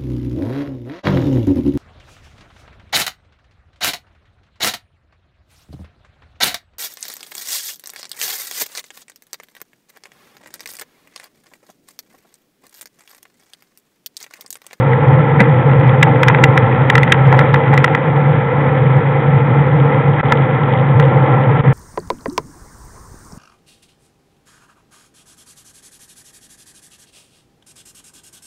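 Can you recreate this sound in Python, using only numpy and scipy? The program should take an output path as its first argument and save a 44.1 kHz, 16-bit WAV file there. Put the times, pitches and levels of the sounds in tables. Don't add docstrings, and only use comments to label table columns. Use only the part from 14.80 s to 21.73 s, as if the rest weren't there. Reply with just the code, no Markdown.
import sys
import numpy as np
from scipy import signal
from scipy.fft import rfft, irfft, next_fast_len
from scipy.io import wavfile
from scipy.ndimage import uniform_filter1d, map_coordinates

SR = 44100
rng = np.random.default_rng(int(sys.argv[2]) if len(sys.argv) > 2 else 0)


def digitize_waveform(pressure):
    field = np.atleast_2d(pressure).T
    bounded = np.clip(field, -1, 1)
    quanta = np.round(bounded * 32767).astype(np.int16)
    wavfile.write(sys.argv[1], SR, quanta)


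N = 305613
BAND_HZ = 3900
TOP_HZ = 16000

# (frequency [Hz], relative level [dB], full 60 dB decay time [s])
PLASTIC_MODES = [(935, -7, 0.025), (1338, -2.5, 0.017), (1680, -2, 0.014), (1893, -12.5, 0.03),
                 (1981, 1.5, 0.016), (2370, -5.5, 0.01), (2760, -20.5, 0.024), (3357, -18, 0.0083)]
# (time [s], burst level [dB], envelope length [s], centre frequency [Hz])
BUMPS = [(0.612, -10, 0.009, 700), (0.616, -7.5, 0.017, 129.4), (1.274, -15, 0.026, 720),
         (1.635, -15.5, 0.021, 280), (1.764, -13.5, 0.016, 910), (2.538, -10, 0.021, 696),
         (2.613, -17, 0.011, 950), (2.937, -11, 0.013, 850), (5.518, -15, 0.008, 900)]


def amp(db):
    return 10 ** (np.asarray(db) / 20)


def unit(x):
    return x / np.sqrt(np.mean(x ** 2) + 1e-20)


def clock():
    return np.arange(N) / SR


def curves(rows):
    times, *columns = np.transpose(rows)
    return [np.interp(clock(), times, column) for column in columns]


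def colour(points, hz):
    point_hz, db = np.transpose(points)
    return amp(np.interp(np.log(hz + 1), np.log(point_hz), db))


def wobble(rate):
    knots = rng.standard_normal(int(N * rate / SR) + 4)
    return map_coordinates(knots, [clock() * rate])


def swell(s, length):
    return np.exp(-((clock() - s) / length) ** 2)


def filtered(x, response):
    size = next_fast_len(N + SR // 2)
    hz = np.fft.rfftfreq(size, 1 / SR)
    return irfft(rfft(x, size) * response(hz), size)[:N]


def noise(response):
    return unit(filtered(rng.standard_normal(N), response))


def low_pass(x, edge_hz):
    return filtered(x, lambda hz: 1 / np.sqrt(1 + (hz / edge_hz) ** 90))


def boom(hum_db=-1, rumble_db=-5, waver_hz=7.5, throb_db=1,
         swell_db=3.0, swells_per_second=19, sag_db=1.4, sags_per_second=9):
    # (time [s], pitch [Hz], level before both shares [dB])
    drone = [(0, 133.1, -12), (0.6, 137.1, -9.5), (1.25, 131, -12), (1.7, 136, -11), (2.25, 131, -13),
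             (2.7, 137.1, -12), (3.25, 141.4, -14.0), (3.65, 140, -13.6), (4.05, 137.7, -11.5),
             (4.9, 139.9, -12), (5.4, 139.6, -12.5), (6.0, 136, -13), (6.5, 135.6, -11.5),
             (6.93, 134.9, -9.5)]
    # (frequency [Hz], relative density [dB per Hz])
    rumble_spectrum = [(20, -38.5), (50, -36), (75, -21.5), (100, -9.5), (122, -1), (136, -4.5), (152, 0),
                       (175, -8.5), (220, -30.5), (400, -59)]
    pitch_hz, drone_db = curves(drone)
    swelling_db = swell_db * np.tanh(wobble(swells_per_second))
    sagging_db = sag_db * np.maximum(wobble(sags_per_second), 0) ** 2
    level_db = drone_db + swelling_db - sagging_db
    phase = 2 * np.pi * np.cumsum(pitch_hz + waver_hz * wobble(45)) / SR
    hum = unit(np.sin(phase) * amp(throb_db * wobble(35)))
    rumble = noise(lambda hz: colour(rumble_spectrum, hz))
    return amp(level_db) * (amp(hum_db) * hum + amp(rumble_db) * rumble)


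def cabin(hz):
    # (centre frequency [Hz], bandwidth [Hz], relative level [dB])
    resonances = [(234, 70, -11.5), (311, 52, -8.5), (463.5, 28, 1), (512, 31, 1), (778.6, 39, -7),
                  (864.6, 50, -8), (1030, 95, -15.5), (1337, 59, -4.5)]
    # (frequency [Hz], relative density [dB per Hz])
    road_spectrum = [(30, -27), (70, -19.5), (150, 8), (400, -2), (650, -2), (1000, 2.5), (1400, -7.5),
                     (1600, -16), (2600, -24), (4000, -25)]
    power = 0
    for centre_hz, width_hz, db in resonances:
        detuning = (hz * hz - centre_hz * centre_hz) / (hz * width_hz + 1e-9)
        power = power + amp(db) ** 2 / (1 + detuning ** 2)
    return np.sqrt(power) * colour(road_spectrum, hz)


def tyres(roar_gain_db=1, hiss_gain_db=1.15, grain_db=1, flutter_db=0.55, patch_db=.5):
    # (time [s], roar level [dB], hiss level [dB])
    road = [(0, -17, -28), (0.9, -17.5, -27.5), (1.7, -16.0, -26.5), (2.5, -17.5, -25.5), (3.3, -18.1, -28),
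            (4.0, -19, -28), (4.9, -17.5, -28), (5.7, -17.5, -27.5), (6.1, -18, -28.5),
            (6.55, -15.5, -27.5), (6.93, -18, -27.5)]
    # (frequency [Hz], relative density [dB per Hz])
    hiss_spectrum = [(300, -18), (1000, -0.5), (1500, -1.5), (1730, 3.5), (1860, 1), (2010, 6),
                     (2170, -1.5), (2450, -4), (2700, -14), (3300, -12.5), (3800, -25)]
    # (time [s], rise [dB], length [s])
    flare = (5.403, 8.8, .012)
    roar_db, hiss_db = curves(road)
    flare_s, flare_db, flare_length = flare
    texture_db = flutter_db * wobble(22)
    roar_db = roar_db + roar_gain_db + texture_db + patch_db * wobble(8)
    hiss_db = hiss_db + flare_db * swell(flare_s, flare_length)
    hiss_db = hiss_db + hiss_gain_db + texture_db + grain_db * wobble(150)
    roar = amp(roar_db) * noise(cabin)
    hiss = amp(hiss_db) * noise(lambda hz: colour(hiss_spectrum, hz))
    return roar + hiss


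def random_taps(per_second, size_db):
    return (rng.random(N) < per_second / SR) * amp(size_db * rng.standard_normal(N))


def tapping(per_second, size_db, ring_share):
    taps = random_taps(per_second, size_db)
    t = np.arange(SR // 16) / SR
    ring = np.zeros(len(t))
    for hz, db, t60 in PLASTIC_MODES:
        fade = amp(db - 60 * t / (t60 * ring_share))
        ring += fade * np.sin(2 * np.pi * (hz * t + rng.random()))
    return unit(signal.fftconvolve(taps, ring)[:N])


def chatter(shake_db=-12, shake_length=.022, shake_lag=0.0031):
    # (time [s], level [dB])
    chatter_levels = [(0, -42.5), (1.0, -36), (1.6, -27), (2.0, -30), (2.6, -32), (3.1, -32), (3.3, -47),
                      (6.93, -47)]
    level_db, = curves(chatter_levels)
    shaken = sum(amp(db + shake_db) * swell(s + shake_lag, shake_length) for s, db, _, _ in BUMPS)
    sparse = amp(level_db) * tapping(per_second=45, size_db=6.0, ring_share=0.82)
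    dense = shaken * tapping(per_second=280, size_db=2.5, ring_share=0.44)
    return sparse + dense


def ticking(per_second=32, size_db=3, centre_hz=3100, width_hz=650):
    # (time [s], level [dB])
    tick_levels = [(0, -56.5), (3.0, -49.5), (3.5, -52), (5.0, -53.5), (5.4, -44.5), (6.93, -47)]
    level_db, = curves(tick_levels)
    taps = random_taps(per_second, size_db)
    ticks = unit(filtered(taps, lambda hz: np.exp(-((hz - centre_hz) / width_hz) ** 2)))
    return amp(level_db) * ticks


def rattles(gain_db=-1.5, crack_db=-8, crack_t60=0.0088, attack=0.00068, scatter_db=2.5, detune=.015):
    # (time [s], strength before the gain [dB], brightness [dB per octave])
    strikes = [(0.133, -11, -2.5), (0.6029, -0.5, 5), (0.612, -4, 1), (1.094, -10, 4.5), (1.2285, 12, 9),
               (1.4324, 4.5, 1), (1.483, 6.5, 3), (1.499, -4, -6.5), (1.547, -1.5, 0), (1.586, -7.5, 0),
               (1.639, 10.5, 8.5), (1.776, 3, 1), (2.100, 6, 3), (2.154, 5.5, 1.5), (2.179, 0, -3),
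               (2.232, -5, 12), (2.3224, 12.5, 14), (2.526, -4.5, -11), (2.591, -1, -3), (2.611, -4.5, -6),
               (2.742, 1.5, -7), (2.938, -7, -7), (2.977, -0.5, 3), (3.043, 5.5, 3.5), (3.149, -2.5, -2),
               (5.5224, 3.5, -3), (6.198, -6.5, -8)]
    # (time from the blow [s], relative level [dB])
    touches = [(-.0025, -13), (0, 0), (.003, -11)]
    out, t = np.zeros(N + SR), np.arange(SR // 16) / SR
    hz, mode_db, t60 = np.transpose(PLASTIC_MODES)[:, :, None]
    octaves = np.log2(hz / np.median(hz))
    grit = noise(lambda f: (f > 800) & (f < BAND_HZ))
    contacts = [(s + lag, db + weaker_db, bright_db)
                for s, db, bright_db in strikes for lag, weaker_db in touches]
    for s, db, bright_db in contacts:
        size, shift, turn = rng.standard_normal((3, len(hz), 1))
        fade = amp(mode_db + bright_db * octaves + scatter_db * size - 60 * t / t60)
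        modes = fade * np.sin(2 * np.pi * (hz * (1 + detune * shift) * t + turn))
        ring = np.sum(modes, axis=0)
        start = round(s * SR)
        crack = amp(crack_db + bright_db / 2 - 60 * t / crack_t60) * grit[start:start + len(t)]
        onset = 1 - np.exp(-t / attack)
        out[start:start + len(t)] += amp(db + gain_db) * (ring + crack) * onset
    return out[:N]


def jolts(spread=1.0):
    out = np.zeros(N)
    t = np.arange(SR // 5) / SR - .1
    hz = np.fft.rfftfreq(len(t), 1 / SR)
    for s, db, length, centre_hz in BUMPS:
        band = np.exp(-(np.log2((hz + 1) / centre_hz) / spread) ** 2)
        spectrum = rfft(rng.standard_normal(len(t))) * cabin(hz) * band
        burst = unit(irfft(spectrum, len(t)))
        start = round(s * SR) - len(t) // 2
        out[start:start + len(t)] += amp(db) * np.exp(-(t / length) ** 2) * burst
    return out


def scene():
    return (boom() + tyres() + chatter() + ticking() + rattles() + jolts())[None]


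def record(dry, overload=1.27, knee=5, faint_hiss_db=-86):
    # (start [s], end [s], gain [dB])
    dips = [(5.412, 5.4306, -21.5), (6.811, 6.837, -12.5)]
    dip_db = sum(db * ((clock() > start) & (clock() < end)) for start, end, db in dips)
    dipped = dry[0] * uniform_filter1d(amp(dip_db), size=40)
    squashed = dipped / (1 + np.abs(dipped / overload) ** knee) ** (1 / knee)
    narrow = low_pass(squashed, BAND_HZ)
    clipped = np.clip(narrow, -1, 1)
    faint_hiss = amp(faint_hiss_db) * rng.standard_normal(N)
    return low_pass(clipped + faint_hiss, TOP_HZ)[None]


dry = scene()
out = record(dry)
digitize_waveform(out)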